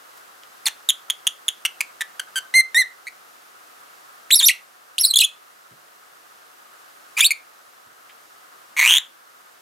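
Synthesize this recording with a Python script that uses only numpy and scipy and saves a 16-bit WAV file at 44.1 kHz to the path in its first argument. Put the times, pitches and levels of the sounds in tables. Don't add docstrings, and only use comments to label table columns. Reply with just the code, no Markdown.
import sys
import numpy as np
from scipy import signal
from scipy.fft import rfft, irfft, next_fast_len
from scipy.io import wavfile
from scipy.ndimage import uniform_filter1d, minimum_filter1d

SR = 44100
rng = np.random.default_rng(int(sys.argv[2]) if len(sys.argv) > 2 else 0)


def materialize(psi):
    bounded = np.clip(np.atleast_2d(psi).T, -1, 1)
    quanta = np.round(bounded * 32767).astype(np.int16)
    wavfile.write(sys.argv[1], SR, quanta)


N = 423801

# f/Hz, relative density/dB
HUSH_SPECTRUM = [(24, -72), (40, -31), (137, -22.5), (209, -20.5), (363, -10.5), (529, -7.5), (585, -7.5),
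                 (715, -6.5), (918, -7), (1270, 0), (2440, -14.5), (2770, -13), (3060, -15), (14800, -22),
                 (16000, -31)]
# f/Hz, correlation (-1..1)
HUSH_CORRELATION = [(60, -0.39), (200, 0.37), (400, -0.44), (800, -0.38), (1400, -0.39), (3100, 0.13),
                    (7000, 0.47), (15000, 1)]
# f/Hz, level/dB
WHINE_TONES = [(737.5, -69), (1249, -71.5)]
# t/s, level/dB, centre f/Hz, width/octaves, rise/s, decay/s
KNOCK_BURSTS = [(0.164, -48, 8000, 1.8, 0.012, .014), (.434, -37.5, 2470, 0.99, 0.0012, 0.0012),
                (5.706, -50.5, 150, 0.87, 0.014, .022), (7.85, -61, 140, .6, .02, .03),
                (8.09, -45.5, 2460, 0.41, 0.008, 0.012)]
# f/Hz, gain/dB
THROAT_RESPONSE = [(1550, -7.5), (1900, 0), (2500, 1), (3500, 1), (4300, 0), (5000, -10), (6000, -4.5),
                   (7200, 0.55), (9000, 2.5), (11000, 2), (12500, -2.5), (16000, -12)]
# f/Hz, relative density/dB
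RUSH_SPECTRUM = [(400, -47), (700, -23.5), (950, -2), (1400, -9), (2200, 4.5), (3700, -4), (4950, -15.5),
                 (6100, -1), (7500, -7.5), (11000, -6.5), (16000, -17)]
# t/s, duration/s, effort/dB, pitch f/Hz, glide/octaves, rasp (0..1)
CHIRP_CALLS = [(.656, 0.019, -19.5, 4150, -0.71, .18), (0.666, 0.021, -24, 2696, -0.75, 0.99),
               (.888, .019, -16, 3457, -0.26, 0.11), (1.099, .0092, -19, 3314, -.06, 0.29),
               (1.268, .011, -16.5, 3205, 0.097, 0.24), (1.481, .011, -18, 3305, -0.2, 0.15),
               (1.65, 0.014, -20, 2824, 0.13, .45), (1.806, 0.0087, -19.5, 2363, 0.096, 0.36),
               (2.007, .016, -24, 1851, -0.082, 0.43), (2.195, 0.0084, -21, 1548, -0.091, 0.17),
               (2.357, .034, -21, 1564, -0.054, 0.1), (3.068, .021, -32, 2165, 0.144, 0)]
# f/Hz, flutter depth (0..1)
FLUTTER_BY_PITCH = [(1550, 0.1), (2500, 0.81), (3400, .7), (4200, 0.6)]
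# t/s, pitch f/Hz, effort/dB
PEEP_CONTOURS = [
    [(2.54, 1990, -20.5), (2.559, 2104, -12), (2.607, 2068, -13), (2.615, 1994, -26)],
    [(2.746, 1843, -17.5), (2.762, 1837, -14), (2.787, 2082, -14.5), (2.811, 2035, -14.5),
     (2.828, 1787, -23)],
]
# t/s, pitch f/Hz, effort/dB
WARBLE_CONTOURS = [
    [(4.306, 1833, -20), (4.313, 3453, -21.5), (4.324, 4020, -12.5), (4.344, 3594, -11), (4.35, 5200, -15),
     (4.36, 5660, -7.5), (4.384, 5050, -18.5), (4.396, 4270, -12.5), (4.405, 3350, -18.5),
     (4.42, 3220, -23.5)],
    [(4.42, 3090, -26), (4.428, 3610, -18), (4.452, 3670, -12.5), (4.456, 5340, -15), (4.468, 5950, -3.5),
     (4.48, 5580, -12), (4.489, 2744, -12.5), (4.498, 1864, -14), (4.508, 2670, -20), (4.519, 2920, -26)],
    [(4.982, 2825, -17), (4.992, 4970, -20.5), (5.015, 5760, -13.5), (5.028, 5290, -19),
     (5.049, 3770, -12.5), (5.063, 5370, -15), (5.099, 4050, -29.5), (5.111, 4040, -16), (5.122, 3900, -32)],
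    [(5.138, 3200, -16.5), (5.147, 3620, -22.5)],
    [(5.158, 4310, -12), (5.165, 3250, -14.5), (5.175, 3540, -9.5), (5.179, 3860, -34), (5.187, 5460, -8)],
    [(5.187, 5230, -7.5), (5.191, 3420, -11), (5.195, 2793, -20.5), (5.202, 2797, -17.5),
     (5.206, 3920, -12.5), (5.212, 4140, -10.5), (5.22, 2590, -16.5), (5.233, 2547, -20),
     (5.244, 3463, -15), (5.254, 3375, -19.5)],
    [(7.168, 2393, -30.5), (7.174, 2425, -24), (7.204, 2820, -22.5)],
    [(7.204, 3020, -23), (7.207, 3440, -13), (7.212, 3600, -11.5), (7.218, 2200, -19), (7.242, 2684, -16.5),
     (7.248, 4020, -12), (7.258, 3570, -12.5), (7.266, 4440, -14), (7.276, 4500, -21)],
    [(7.307, 2575, -15), (7.31, 2086, -15), (7.321, 2346, -17), (7.325, 2420, -34)],
]
# t/s, half width/s, added rasp (0..1)
HOARSE_MOMENTS = [(4.353, 0.012, 0), (4.419, .011, 0.5), (5.179, 0.0034, 0.2), (7.192, 0.013, 1)]
# t/s, pitch f/Hz, effort/dB, pulse rate/Hz
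BUZZ_CONTOUR = [(8.766, 2210, -33.5, 145), (8.795, 2180, -24, 140), (8.828, 2080, -27, 209),
                (8.865, 2495, -19.5, 188), (8.9, 3086, -21.5, 185), (8.945, 3180, -20, 145),
                (8.984, 3350, -19.5, 109)]
# f/Hz, gain/dB
BEAK_RESPONSE = [(600, -1.5), (1000, 2.5), (1350, 0), (2300, 0.5), (3900, 0), (5000, -8), (6000, 2.5),
                 (9000, 0), (10500, -7), (12500, 3)]
# f/Hz, T60/s
ROOM_T60 = [(1000, 0.37), (2500, 0.22), (7000, 0.2), (14000, 0.21)]

EDGE_HZ = 16000


def amp(db):
    return 10 ** (np.asarray(db) / 20)


def unit_rms(x):
    return x / np.sqrt(np.mean(x ** 2) + 1e-20)


def read(points, hz):
    f, value = np.transpose(points)
    return np.interp(np.log(hz + 1), np.log(f), value)


def add(mix, start_s, sound):
    part = mix[round(start_s * SR):][:len(sound)]
    part += sound[:len(part)]


def filtered(x, gain):
    size = next_fast_len(len(x) + 2048)
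    return irfft(rfft(x, size) * gain(np.fft.rfftfreq(size, 1 / SR)), size)[:len(x)]


def bandpass(x, centre_hz, octaves):
    return filtered(x, lambda f: np.exp(-.5 * (np.log2((f + 1) / centre_hz) / octaves) ** 2))


def wander(size, hz):
    return unit_rms(filtered(rng.standard_normal(size), lambda f: 1 / (1 + (f / hz) ** 4)))


def stereo_pair(a, b, correlation):
    c = np.clip(correlation, -.99, .99)
    mid, side = a * np.sqrt((1 + c) / 2), b * np.sqrt((1 - c) / 2)
    return np.array([mid + side, mid - side])


def flicker(air, centre_hz=1300, octaves=.35, depth=0.18, rate_hz=25):
    band = np.array([bandpass(side, centre_hz, octaves) for side in air])
    return air + depth * wander(N, rate_hz) * band


def hush(level_db=-47.0):
    hz, t = np.fft.rfftfreq(N, 1 / SR), np.arange(N) / SR
    a, b = rfft(rng.standard_normal((2, N)))
    spectra = stereo_pair(a, b, read(HUSH_CORRELATION, hz)) * amp(read(HUSH_SPECTRUM, hz))
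    air = unit_rms(irfft(spectra, N))
    whine = sum(amp(db) * np.sqrt(2) * np.sin(2 * np.pi * f * t + 0.92 * wander(N, 4.6))
                for f, db in WHINE_TONES)
    return amp(level_db + 0.25 * wander(N, 3.7)) * flicker(air) + whine


def knocks():
    out = np.zeros(N)
    t = np.arange(SR // 5) / SR
    for start, db, centre_hz, octaves, rise, decay in KNOCK_BURSTS:
        burst = unit_rms(bandpass(rng.standard_normal(len(t)), centre_hz, octaves))
        envelope = np.minimum(t / rise, np.exp((rise - t) / decay))
        add(out, start, amp(db) * burst * envelope)
    return out


def syrinx(t, hz, effort_db, flutter, rasp, bright_db, even_db=0, rush_db=1.0, flutter_hz=168,
           swing=0.132, jitter=0.079, tremor=0.0066, shimmer_db=1, edge_s=0.0014):
    flutter, rasp = np.clip(flutter, 0, 1), np.clip(rasp, 0, 1)
    pulse_cycles = np.cumsum(flutter_hz * (1 + 0.127 * wander(len(t), 80))) / SR
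    opening = -np.cos(2 * np.pi * pulse_cycles + .5)
    pressure_bend = swing * flutter * (opening - .5)
    unsteadiness = (tremor + jitter * rasp) * wander(len(t), 830)
    pitch = hz * (1 + pressure_bend + unsteadiness)
    phase = 2 * np.pi * np.cumsum(pitch) / SR
    k = np.arange(1, 11)[:, None]
    db_per_octave = -6 + bright_db + 0.3 * (effort_db + 10)
    source_db = db_per_octave * np.log2(k) + even_db * (k % 2 == 0)
    weights = amp(source_db + read(THROAT_RESPONSE, k * pitch)) * (k * pitch < EDGE_HZ)
    tone = np.sqrt(2) * (weights * np.cos(k * phase + np.pi * k ** 2 / 4)).sum(0)
    tone *= 1 + 0.45 * rasp * np.cos(phase / 2)
    turbulence = rng.standard_normal(len(t)) * (1 + 0.34 * np.cos(phase))
    rush = unit_rms(filtered(turbulence, lambda f: amp(read(RUSH_SPECTRUM, f))))
    pulses = (1 + flutter * opening) / np.sqrt(1 + flutter ** 2 / 2)
    edges = np.clip(np.minimum(t - t[0], t[-1] - t) / edge_s, 0, 1)
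    envelope = amp(effort_db + shimmer_db * wander(len(t), 230)) * edges * pulses
    return envelope * (np.sqrt(1 - rasp ** 2) * tone + amp(rush_db) * rasp * rush)


def chirps(arch_octaves=0.034, fade_db=1):
    out = np.zeros(N)
    for start, length, effort_db, hz, glide, rasp in CHIRP_CALLS:
        u = np.linspace(-.5, .5, max(round(length * SR), 2))
        t = start + (u + .5) * length
        pitch = hz * 2 ** (glide * u + arch_octaves * np.cos(2 * np.pi * u) / 2)
        flutter = read(FLUTTER_BY_PITCH, hz)
        voice = syrinx(t, pitch, effort_db - fade_db * u, flutter, rasp, bright_db=2.7, shimmer_db=0.2)
        add(out, start, voice)
    return out


def gesture(contour, glide_s=.002):
    times, *columns = np.transpose(contour)
    t = np.arange(times.min() - .001, times.max() + .001, 1 / SR)
    return [t] + [uniform_filter1d(np.interp(t, times, c), size=round(glide_s * SR)) for c in columns]


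def peeps(onset_rasp=0.55, onset_s=.003):
    out = np.zeros(N)
    for t, hz, effort_db in map(gesture, PEEP_CONTOURS):
        rasp = 0.0079 + onset_rasp * np.exp((t[0] - t) / onset_s)
        voice = syrinx(t, hz, effort_db, flutter=0, rasp=rasp, bright_db=-.5, even_db=-0.5,
                       tremor=0.0024, shimmer_db=0.2)
        add(out, t[0], voice)
    return out


def warbles(clear_rasp=0.019, wobble=.014):
    out = np.zeros(N)
    for t, hz, effort_db in map(gesture, WARBLE_CONTOURS):
        hoarseness = sum(peak * np.exp(-((t - when) / half) ** 2) for when, half, peak in HOARSE_MOMENTS)
        unsteady_hz = hz * (1 + wobble * wander(len(t), 180))
        voice = syrinx(t, unsteady_hz, effort_db, flutter=0.044, rasp=clear_rasp + hoarseness,
                       bright_db=1.6, tremor=0.0084, shimmer_db=2.0)
        add(out, t[0], voice)
    return out


def buzz():
    out = np.zeros(N)
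    t, hz, effort_db, pulse_hz = gesture(BUZZ_CONTOUR)
    flutter = np.linspace(.45, .8, len(t))
    rasp = np.linspace(0.37, 0.21, len(t))
    voice = syrinx(t, hz, effort_db, flutter, rasp, bright_db=1.5, even_db=-2, rush_db=0.5,
                   flutter_hz=pulse_hz, swing=.15, jitter=.11, shimmer_db=3.5)
    add(out, t[0], filtered(voice, lambda f: amp(read(BEAK_RESPONSE, f))))
    return out


def room(x, wall_s=0.0057, wall_db=-22, cage_decay_s=0.0097):
    size = SR // 2
    t, hz = np.arange(size) / SR, np.fft.rfftfreq(size, 1 / SR)
    f, when, noise = signal.stft(rng.standard_normal((2, size)), SR, nperseg=256)
    decay = amp(-60 * when / read(ROOM_T60, f)[:, None])
    tail = signal.istft(noise * decay, SR, nperseg=256)[1][:, :size] * (t > .008)
    scatter = rng.standard_normal((2, size)) * np.exp(-t / cage_decay_s) * (t > .002)
    a, b = rfft(amp(-24) * unit_rms(tail) + amp(-20) * unit_rms(scatter)) / np.sqrt(size)
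    correlation = 0.68 + read([(2000, 0.015), (10000, 0.21)], hz)
    colour = amp(read([(3000, 9.5), (12000, 1.5)], hz))
    echoes = irfft(stereo_pair(a, b, correlation) * colour, size)
    echoes[:, round(wall_s * SR)] += amp(wall_db)
    return x + signal.fftconvolve(x[None], echoes, axes=1)[:, :N]


def limiter(x, ceiling=.95, hold_s=0.008):
    size = round(hold_s * SR)
    gain = minimum_filter1d(ceiling / np.maximum(abs(x).max(0), ceiling), size=2 * size)
    return x * uniform_filter1d(uniform_filter1d(gain, size=size), size=size)


def scene():
    bird = amp(1.54) * chirps() + amp(2.2) * peeps() + amp(2.55) * warbles() + amp(8.3) * buzz()
    return room(bird + knocks()) * amp([[-.25], [.25]]) + hush()


def record(dry, threshold_db=-13, recovery_db_per_s=4, squeeze=0.35):
    power_db = 10 * np.log10(abs(uniform_filter1d((dry ** 2).mean(0), size=300)) + 1e-12)
    fall_db = np.arange(N) * recovery_db_per_s / SR
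    peak_db = np.maximum.accumulate(power_db + fall_db) - fall_db
    excess_db = np.maximum(peak_db - threshold_db, 0)
    reduction_db = squeeze * uniform_filter1d(excess_db, size=200)
    limited = limiter(dry / amp(reduction_db))
    lowpass = signal.firwin(255, EDGE_HZ, window=("kaiser", 9), fs=SR)
    return signal.oaconvolve(limited, lowpass[None], "same")


dry = scene()
out = record(dry)
materialize(out)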